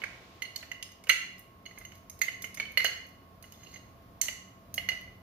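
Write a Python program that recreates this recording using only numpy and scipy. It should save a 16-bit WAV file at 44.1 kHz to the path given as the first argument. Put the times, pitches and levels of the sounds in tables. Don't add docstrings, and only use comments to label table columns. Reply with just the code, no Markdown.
import sys
import numpy as np
from scipy import signal
from scipy.fft import rfft, irfft
from scipy.io import wavfile
from scipy.ndimage import uniform_filter1d

SR = 44100
rng = np.random.default_rng(int(sys.argv[2]) if len(sys.argv) > 2 else 0)


def volts(x):
    e = np.asarray(x, float) / 20
    return 10 ** e


def pcm_store(signal):
    levels = np.round(np.clip(np.atleast_2d(signal), -1, 1) * 32767)
    wavfile.write(sys.argv[1], SR, levels.astype(np.int16).T)


N = 230598


def evened(x):
    return x / np.sqrt(np.mean(x ** 2) + 1e-20)


def read(points, hz):
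    f, value = np.transpose(points)
    return np.interp(np.log(hz + 1), np.log(f + 1), value)


def add(mix, start_s, sound):
    part = mix[:, round(start_s * SR):][:, :sound.shape[1]]
    part += sound[:, :part.shape[1]]


def seesaw(db, share, span_db):
    tilt = span_db * (share - 0.5)
    return db - max(tilt, 0), db + min(tilt, 0)


def ring(hz, t60, split_hz, db, luck, rise=0.0011, spread=0.0029):
    aim, phase, port_phase, split, detune, _ = luck
    t = np.arange(6000) / SR
    lean = volts(2.5 * (1.6 * aim - 2.5) * np.array([[1], [-1]]))
    hz = hz * (1 + spread * (2 * detune - 1))
    partner_hz = hz - split_hz * (0.5 + split)
    turn = 2 * np.pi * phase + 2 * port_phase * np.array([[0], [1]])
    pair = np.sin(2 * np.pi * hz * t) + 0.3 * np.sin(2 * np.pi * partner_hz * t + turn)
    pair *= 1 + 0.83 * np.exp(-t / 0.001)
    return volts(db - 60 * t / t60) * (1 - np.exp(-t / rise)) * lean * pair


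def burst(colour, db, t60, alike=1.0, size=2048):
    shared, *own = rng.standard_normal((3, size))
    noise = alike * shared + np.sqrt(1 - min(alike, 1) ** 2) * np.array(own)
    gain = volts(read(colour, np.fft.rfftfreq(size, 1 / SR)))
    noise = evened(irfft(rfft(noise) * gain))
    t = np.arange(size) / SR
    return noise * volts(db - 60 * t / t60) * (1 - np.exp(-t / 0.00042))


# start_s, level_db, pitch_hz (lowest ring), wall height 0-1, hardness 0-1
FIRM_BLOWS = [(.0376, -35, 2228, 0.2, 0.4), (.4207, -36, 2053, 0.5, 0.59), (.4525, -45.5, 2030, 0.6, 0.8),
              (0.5586, -48.5, 2195, 0.9, 1.1), (0.7153, -41, 2028, 0.51, 0.35),
              (0.8256, -48.5, 2040, 0.63, 0.77), (1.0934, -20, 2043, 0.22, 0.63),
              (1.0984, -18.5, 1996, 0.67, 0.5), (1.1025, -22.5, 2006, 0.67, 0.45),
              (1.662, -46.5, 2110, 0.6, 0.69), (1.8498, -51, 2056, 0.53, 0.52),
              (2.2155, -25, 2070, 0.13, 0.55), (2.2824, -34.5, 2070, 0.47, 0.39),
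              (2.4416, -38, 2115, 0.35, 0.34), (2.5729, -42.5, 2127, .02, 0.24),
              (2.599, -28, 2237, 0.27, 0.39), (2.7733, -18, 2060, 0.3, 0.6),
              (2.8015, -27.5, 2062, 0.38, 0.45), (2.8457, -31, 1963, 0.47, 0),
              (2.8518, -30, 2137, 0.66, 0.73), (2.8605, -32, 2140, 0.7, 0.53),
              (4.2132, -43, 2105, 0.51, 0.84), (4.2832, -30.5, 2056, 0.63, 0.35),
              (4.7788, -31, 2062, 0.41, 0.45), (4.8878, -26.5, 2028, 0.42, 0.57),
              (4.9173, -38.5, 2053, 0.56, 0.32)]
ICE_NUDGES = [(0.018, -44, 2187, .42, 0.26), (.6272, -50, 2020, 0.56, 0), (1.0387, -62, 2190, .38, 0.1),
              (1.0696, -47, 2080, 0.8, 0), (1.6551, -53.5, 2140, .45, 0.7), (1.7104, -56, 2020, 0.1, 0.5),
              (1.7753, -51.5, 2124, 0, 0.2), (1.8122, -54.5, 2050, .03, 0.15),
              (1.9193, -55.5, 2160, 0.58, 0.22), (2.0964, -64, 2140, .14, 0.54),
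              (2.3271, -66, 2230, .76, 0.3), (2.653, -44.5, 2260, 0.8, 0.45),
              (3.4399, -55.5, 2030, 0.61, 0.18), (3.5219, -60.5, 2140, 0.9, 0.4),
              (3.6325, -59.5, 2060, 0.63, 0.4), (3.6694, -53, 2040, 1, .6), (3.7406, -54.5, 2106, .1, 0.58),
              (3.7584, -50.5, 2040, 0.58, 0.32)]
# pitch_hz, t60_s, split_hz of the close pair, gain_db
LOW_RINGS = [(2056, 0.036, 51, 8), (2910, 0.046, 40, 5), (4210, 0.04, 70, 3.5)]
# pitch_hz, level_db
THUD_COLOUR = [(250, -27.5), (450, -5), (680, -9.5), (950, -14.5), (1350, -8.5), (1700, -3.5), (2500, -4),
               (3500, -17), (5000, -25.5)]


def knocks():
    blows = FIRM_BLOWS + ICE_NUDGES
    out, luck = np.zeros((2, N)), rng.random((len(blows), 3, 6))
    for (start_s, force_db, low_hz, height, hard), chances in zip(blows, luck):
        shift = low_hz / LOW_RINGS[0][0]
        pitches = [low_hz, 2895 * shift ** 0.45, 4305 * shift ** 0.3]
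        lowest_db, second_db = seesaw(force_db, height, 52)
        levels = lowest_db, second_db, force_db - 29.5 + 37 * hard
        for hz, (_, t60, split, gain_db), level, chance in zip(pitches, LOW_RINGS, levels, chances):
            add(out, start_s, ring(hz, t60, split, gain_db + level, chance, spread=0.0019))
        thud_db = -45 + 0.84 * (force_db + 45) + 4.5 - 26.5 * hard
        add(out, start_s, burst(THUD_COLOUR, thud_db, 0.056))
    return out


# start_s, level_db, push
METAL_TICKS = [(.038, -60, 0.57, .1, .14), (.4208, -56.5, 0.6, 0.42, 0.58), (0.5601, -50, 0.36, 0.62, .25),
               (0.7159, -63.5, 0.59, .6, 0.3), (0.8263, -52.5, 0.52, .25, 0.42),
               (1.0933, -39.5, 0.62, 0.46, 0.42), (1.3925, -60.5, 0.12, 1, 1),
               (1.785, -59, 0.41, .51, 0.66), (2.0976, -57.5, 0.54, 0.55, 0.59),
               (2.2118, -60.5, 0.2, .51, 0.35), (2.2161, -44, 0.64, 1, 0.53),
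               (2.4213, -53, 0.52, .63, 0.49), (2.4428, -61.5, 0.72, .45, 0.5),
               (2.543, -61.5, 0.1, 0.3, 0.5), (2.5465, -56.5, 0.2, 0.3, 0.45), (2.572, -61, 0.63, .72, 0.3),
               (2.6, -62.5, 0.7, .27, 0.1), (2.774, -46, 0.3, 0.6, .45), (2.8444, -47.5, 0.68, 0.6, 0.45),
               (4.2149, -39.5, 0.28, 0.35, 0.6), (4.2843, -56, 0.4, 0.4, .44),
               (4.741, -47.5, 0.38, 0.6, 0.61), (4.779, -57.5, 0.57, .98, .18),
               (4.888, -51, 0.55, 0.57, 0.3),
               (.9176, -68, 0.45, 0.8, 0.1), (1.0386, -63, 0.3, 0.37, 0.34), (1.071, -67, 0.2, 0.8, 0.2),
                (1.0888, -60, 0.2, 0.4, 0.2), (1.381, -70, .17, 0.54, 0.25), (1.659, -73, 0.84, 0.5, .7),
                (1.8512, -68, 0.82, 0.56, 0.55), (1.9204, -71, .05, 0.85, .32),
                (1.952, -70, 0.07, .83, 0.52), (1.9764, -74, .02, 0.86, .7), (2.19, -65, 0.2, .5, 0.5),
                (2.719, -65, 0.3, .82, .64), (3.0652, -72, 0.5, .72, 0.65), (3.0887, -74, .1, .98, 0.7),
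                (3.4256, -62, 0.3, 0.55, 0.56), (3.522, -65, 0.5, 0.86, 0.5),
                (3.634, -76.5, 0.77, .83, .68), (3.74, -79, 0.96, .67, .32), (3.7614, -76, 0.85, .74, .17),
                (5.0106, -69, .16, 0.9, 0.65)]
# pitch_hz, t60_s, split_hz of the close pair, gain_db
HIGH_RINGS = [(6417, 0.037, 30, 2.3), (9120, 0.038, 370, 1.5), (12100, 0.022, 380, 7.1)]
# pitch_hz, level_db
DULL_CRACK = [(1100, -34.5), (1600, -15), (2100, -3), (3400, -8), (5200, 0.5), (7200, -2), (8000, -8),
              (9000, -29)]
# pitch_hz, level_db
BRIGHT_CRACK = [(6000, -33.5), (9000, -5), (10800, 1.5), (12300, -0.5), (14000, -2), (16500, -8)]


def ticks():
    contacts = METAL_TICKS
    out, luck = np.zeros((2, N)), rng.random((len(contacts), 3, 6))
    for (start_s, force_db, push, loose, sharp), chances in zip(contacts, luck):
        rim_db, spoon_db = seesaw(force_db, loose, 60.5)
        dull_db, bright_db = seesaw(force_db, sharp, 52.5)
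        wall_db = force_db - 13 + 45.5 * push
        levels = wall_db, rim_db + 9, spoon_db + 5.5
        for (hz, t60, split, gain_db), level, chance in zip(HIGH_RINGS, levels, chances):
            add(out, start_s, ring(hz, t60, split, gain_db + level, chance, rise=0.00086))
        dull = burst(DULL_CRACK, dull_db + 17.5, 0.019)
        bright = burst(BRIGHT_CRACK, bright_db + 14.5, 0.029)
        add(out, start_s, dull + bright)
    return out


# start_s, pitch_hz, level_db,
# t60_s
DEAD_CONTACTS = [(0.0372, 2000, -21, 0.0098), (0.038, 1610, -29.5, 0.023), (0.039, 1370, -40, 0.03),
                 (0.02, 1550, -47, 0.02), (0.61, 4100, -46, 0.034), (0.89, 1800, -40, 0.0038),
                 (0.827, 2900, -38.5, 0.023), (.8264, 3180, -31.5, .0086), (1.0935, 3430, -33.5, 0.026),
                 (1.094, 1355, -26, 0.05), (1.0945, 1555, -29, 0.04), (1.095, 2190, -23, 0.046),
                 (1.097, 2340, -27, 0.035), (1.096, 4120, -30, 0.051), (1.0942, 4245, -24.5, 0.056),
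                 (2.217, 4306, -33.5, 0.025), (2.779, 4312, -33, 0.057), (1.0945, 10000, -34, .008),
                 (2.216, 1430, -37.5, 0.0096), (2.2, 420, -50.5, 0.027), (2.599, 1775, -36.5, 0.033),
                 (2.774, 3520, -34.5, 0.012), (2.846, 661, -33.5, 0.025), (2.8462, 5370, -46, 0.0088),
                 (2.851, 2480, -28, 0.011), (3.425, 2520, -54, 0.0093), (3.543, 3530, -57, 0.044),
                 (3.663, 2800, -54, 0.051), (4.2137, 6250, -21, 0.0088), (4.2158, 6280, -16, 0.0091),
                 (4.2126, 2700, -34, 0.0072), (4.2138, 7320, -17.5, 0.012), (4.2136, 3960, -32, 0.0081),
                 (4.2162, 3000, -33, 0.02), (4.3, 4660, -38.5, 0.018), (4.7787, 674, -41.5, 0.045),
                 (4.888, 770, -41, 0.021), (6.4, 2200, -37, 0.031), (2.8465, 1566, -33, 0.03)]


def clacks():
    out, luck = np.zeros((2, N)), rng.random((len(DEAD_CONTACTS), 6))
    for (start_s, hz, db, t60), chance in zip(DEAD_CONTACTS, luck):
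        add(out, start_s, ring(hz, t60, 3.7 / t60, db, chance, rise=0.00081))
    return out


# pitch_hz, level_db
SPLASH_COLOUR = [(1200, -31.5), (1900, 2.5), (2250, 5.5), (2600, -3), (3300, 1), (4000, -1), (5300, -5),
                 (7500, -14)]


def splash():
    out = np.zeros((2, N))
    for start_s, force_db, *_ in FIRM_BLOWS + ICE_NUDGES:
        add(out, start_s, burst(SPLASH_COLOUR, force_db - 16, 0.049, alike=0.9))
    return out


# start_s, level_db (pressure)
STROKES = [
    [(1.67, -58), (1.702, -65), (1.846, -63.5), (1.854, -57), (1.878, -75), (1.944, -62), (2.05, -99)],
    [(2.806, -48.5), (2.842, -49.5), (2.846, -34.5), (2.862, -35), (2.885, -52)],
    [(4.214, -36), (4.235, -41), (4.28, -45), (4.33, -57)],
    [(3.43, -58.5), (3.51, -67), (3.524, -65), (3.578, -60.5), (3.774, -54), (3.78, -74.5), (3.92, -76)],
]
# pitch_hz, level_db
SCRATCH = [(1500, -48), (2500, -18), (5000, -11.5), (7500, -21), (11000, -26.5), (16000, -28)]
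SLIDE_RINGS_DB = [-4.5, -8, -7.5, -2, -14, -12]


def slides():
    slips_per_s = 1500
    slips = (rng.random(N) < slips_per_s / SR) * volts(rng.exponential(1, N)) * rng.standard_normal(N)
    f = np.fft.rfftfreq(N, 1 / SR)
    wall = volts(read(SCRATCH, f)) + 0j
    for (hz, t60, *_), db in zip(LOW_RINGS + HIGH_RINGS, SLIDE_RINGS_DB):
        wall += volts(db) / (1 + 2j * (f - hz) / (7.7 / t60))
    t, pressure = np.arange(N) / SR, np.zeros(N)
    for s, db in map(np.transpose, STROKES):
        fade = np.clip(np.minimum(t - s[0], s[-1] - t) / 0.0023, 0, 1)
        pressure += fade * volts(np.interp(t, s, db) - 4.0)
    steady = irfft(rfft(slips) * wall, N)
    return irfft(rfft(slips * pressure) * wall, N) / np.std(steady)


# delay_s, level_db
ECHOES = [(.0028, 6), (.006, -0.5), (.011, -24.5), (0.016, -2), (0.027, -8.5)]
# pitch_hz, t60_s
ROOM_DECAY = [(300, 0.64), (790, 0.39), (2090, 0.57), (5510, 0.53), (14600, 0.32)]


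def kitchen(x):
    tail_db, near_db, turns_per_s, build_s = -4.5, -10.0, 0.5946, 0.0094
    taps = np.zeros((3, 2, 32000))
    at = np.arange(300, 31900, 20) + rng.integers(0, 20, (3, 2, 1580))
    np.put_along_axis(taps, at, rng.choice([-1., 1.], at.shape), 2)
    hz, t, z = signal.stft(taps, SR, nperseg=256)
    decay = volts(-60 * t / read(ROOM_DECAY, hz)[:, None])
    fill = 1 - np.exp(-t / build_s)
    tail = signal.istft(z * decay * fill, SR, nperseg=256)[1]
    tail *= volts(tail_db) / np.linalg.norm(tail[0, 0])
    for delay_s, db in ECHOES:
        at = np.round(delay_s * SR * rng.uniform(0.85, 1.15, (3, 2, 1))).astype(int)
        np.put_along_axis(tail, at, volts(db + near_db), 2)
    turn = np.arange(N) / SR * turns_per_s + np.arange(3)[:, None] / 3
    shares = np.sqrt(2 / 3) * np.cos(2 * np.pi * turn)
    return signal.oaconvolve((shares * x.mean(0))[:, None], tail, axes=2)[..., :N].sum(0)


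# pitch_hz, level_db
EARLIER_COLOUR = [(900, -0.5), (1800, -7.5), (2300, -4), (4000, -7.5), (7000, -16), (8500, -20.5),
                  (16000, -42)]


def earlier_clink():
    return burst(EARLIER_COLOUR, -52.5, 3.8, alike=0.13, size=32768)


# pitch_hz, level_db (per Hz)
AIR_COLOUR = [(36, -36.5), (62, -6.5), (186, -6.5), (570, -12.5), (656, -10.5), (829, -17.5), (1100, -14),
              (1520, -20.5), (5500, -32), (8380, -40.5), (11100, -33), (15000, -30.5), (16500, -47.5)]
# pitch_hz, likeness 0-1
LIKENESS = [(60, 0.97), (180, 0.94), (550, 0.66), (1650, 0.03), (4970, 0.04), (15000, 0.1)]
# start_s, level_db
BACKGROUND_SWELL = [(0.0, -59.5), (0.31, -63), (0.74, -60.5), (0.9, -64), (1.37, -61), (1.49, -64.5),
                    (1.79, -58), (2.3, -60.5), (2.72, -57.5), (3.28, -60), (4.05, -56.5), (4.56, -60),
                    (4.86, -53), (5.23, -59.5)]
# pitch_hz, width_hz, level_db
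FRIDGE_LINES = [(46.3, 7.5, -71), (114.5, 6.2, -67), (88, 13, -63.5), (186.5, 7.3, -66.5), (223, 10, -73.5),
                (272.3, 8, -72.5), (671.2, 14, -69)]


def air():
    rumble_follows, hiss_follows, lines_follow = 0.98, 0.3, 0.82
    frames, hz = N // 512 + 5, np.fft.rfftfreq(2048, 1 / SR)
    a, b, c, d = rng.standard_normal((frames, 1025, 4)).T
    same = np.clip(read(LIKENESS, hz), -1, 1)[:, None]
    left = a + 1j * b
    right = same * left + np.sqrt(1 - same ** 2) * (c + 1j * d)
    s, swell_db = np.transpose(BACKGROUND_SWELL)
    swell_db = swell_db - swell_db.mean()
    t = np.arange(frames) * 512 / SR
    bass = np.clip((170 - hz[:, None]) / 60, 0, 1)
    follow = (bass * rumble_follows + (1 - bass) * hiss_follows) * np.interp(t, s, swell_db)
    z = np.array([left, right]) * volts(read(AIR_COLOUR, hz)[:, None] + follow)
    wash = volts(-58.5) * evened(signal.istft(z, nperseg=2048, noverlap=1536)[1][:, :N])
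    level = volts(lines_follow * np.interp(np.arange(N) / SR, s, swell_db))
    for f, width, db in FRIDGE_LINES:
        r, like = np.exp(-np.pi * width / SR), np.clip(read(LIKENESS, f), -1, 1)
        resonator = [1, -2 * r * np.cos(2 * np.pi * f / SR), r * r]
        u, v = signal.lfilter([1], resonator, rng.standard_normal((2, N)))
        line = evened(np.array([u, like * u + np.sqrt(1 - like ** 2) * v]))
        wash += volts(db) * level * line
    return wash


# pitch_hz, waver_hz, level_db, lean to the right port in dB
COMPRESSOR_TONE = (1084, 4.5, -66.5, 3.5)


def whine():
    hz, waver_hz, db, lean_db = COMPRESSOR_TONE
    noises = rng.standard_normal((2, N))
    pitch, strength = [evened(uniform_filter1d(uniform_filter1d(v, 2500), 2500)) for v in noises]
    phase = 2 * np.pi * np.cumsum(hz + waver_hz * pitch) / SR
    tone = np.sqrt(2) * np.sin(phase + np.array([[2.], [0.]]))
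    return tone * volts(db + 1.9 * strength + lean_db * np.array([[-1], [1]]))


# pitch_hz, width_hz, depth_db
PORT_DIP = (8600, 980, 4.6)


def microphone_port(x):
    hz, (dip_hz, width, depth_db) = np.fft.rfftfreq(1024, 1 / SR), PORT_DIP
    dip = volts(-depth_db * np.exp(-((hz - dip_hz) / width) ** 2))
    return signal.oaconvolve(x, signal.firwin2(255, hz, dip, fs=SR)[None], "same", axes=1)


def scene():
    crowd = splash()
    glass = knocks() + ticks() + clacks() + slides() + crowd
    lag = 3
    near = np.array([np.roll(glass[0], lag), glass[1]]) * volts([[-3.], [3.]])
    to_room = glass + (volts(6) - 1) * crowd
    heard = near + kitchen(to_room) * volts([[-1.5], [1.5]])
    add(heard, 0, earlier_clink())
    side = (heard[0] - heard[1]) / 2
    long_side = signal.oaconvolve(side, signal.firwin(255, 1105, fs=SR), "same")
    heard = heard - 0.61 * long_side * np.array([[1], [-1]])
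    return microphone_port(heard + air() + whine())


def roll_off(x):
    return signal.sosfilt(signal.butter(12, 16640, fs=SR, output="sos"), x)


def record(dry):
    band = 0.8 * np.tanh(dry / 0.8)
    band = signal.sosfilt(signal.butter(4, 36., "high", fs=SR, output="sos"), band)
    band = signal.sosfilt(signal.cheby2(10, 50, 16400., fs=SR, output="sos"), band)
    return roll_off(band)


dry = scene()
out = record(dry)
pcm_store(out)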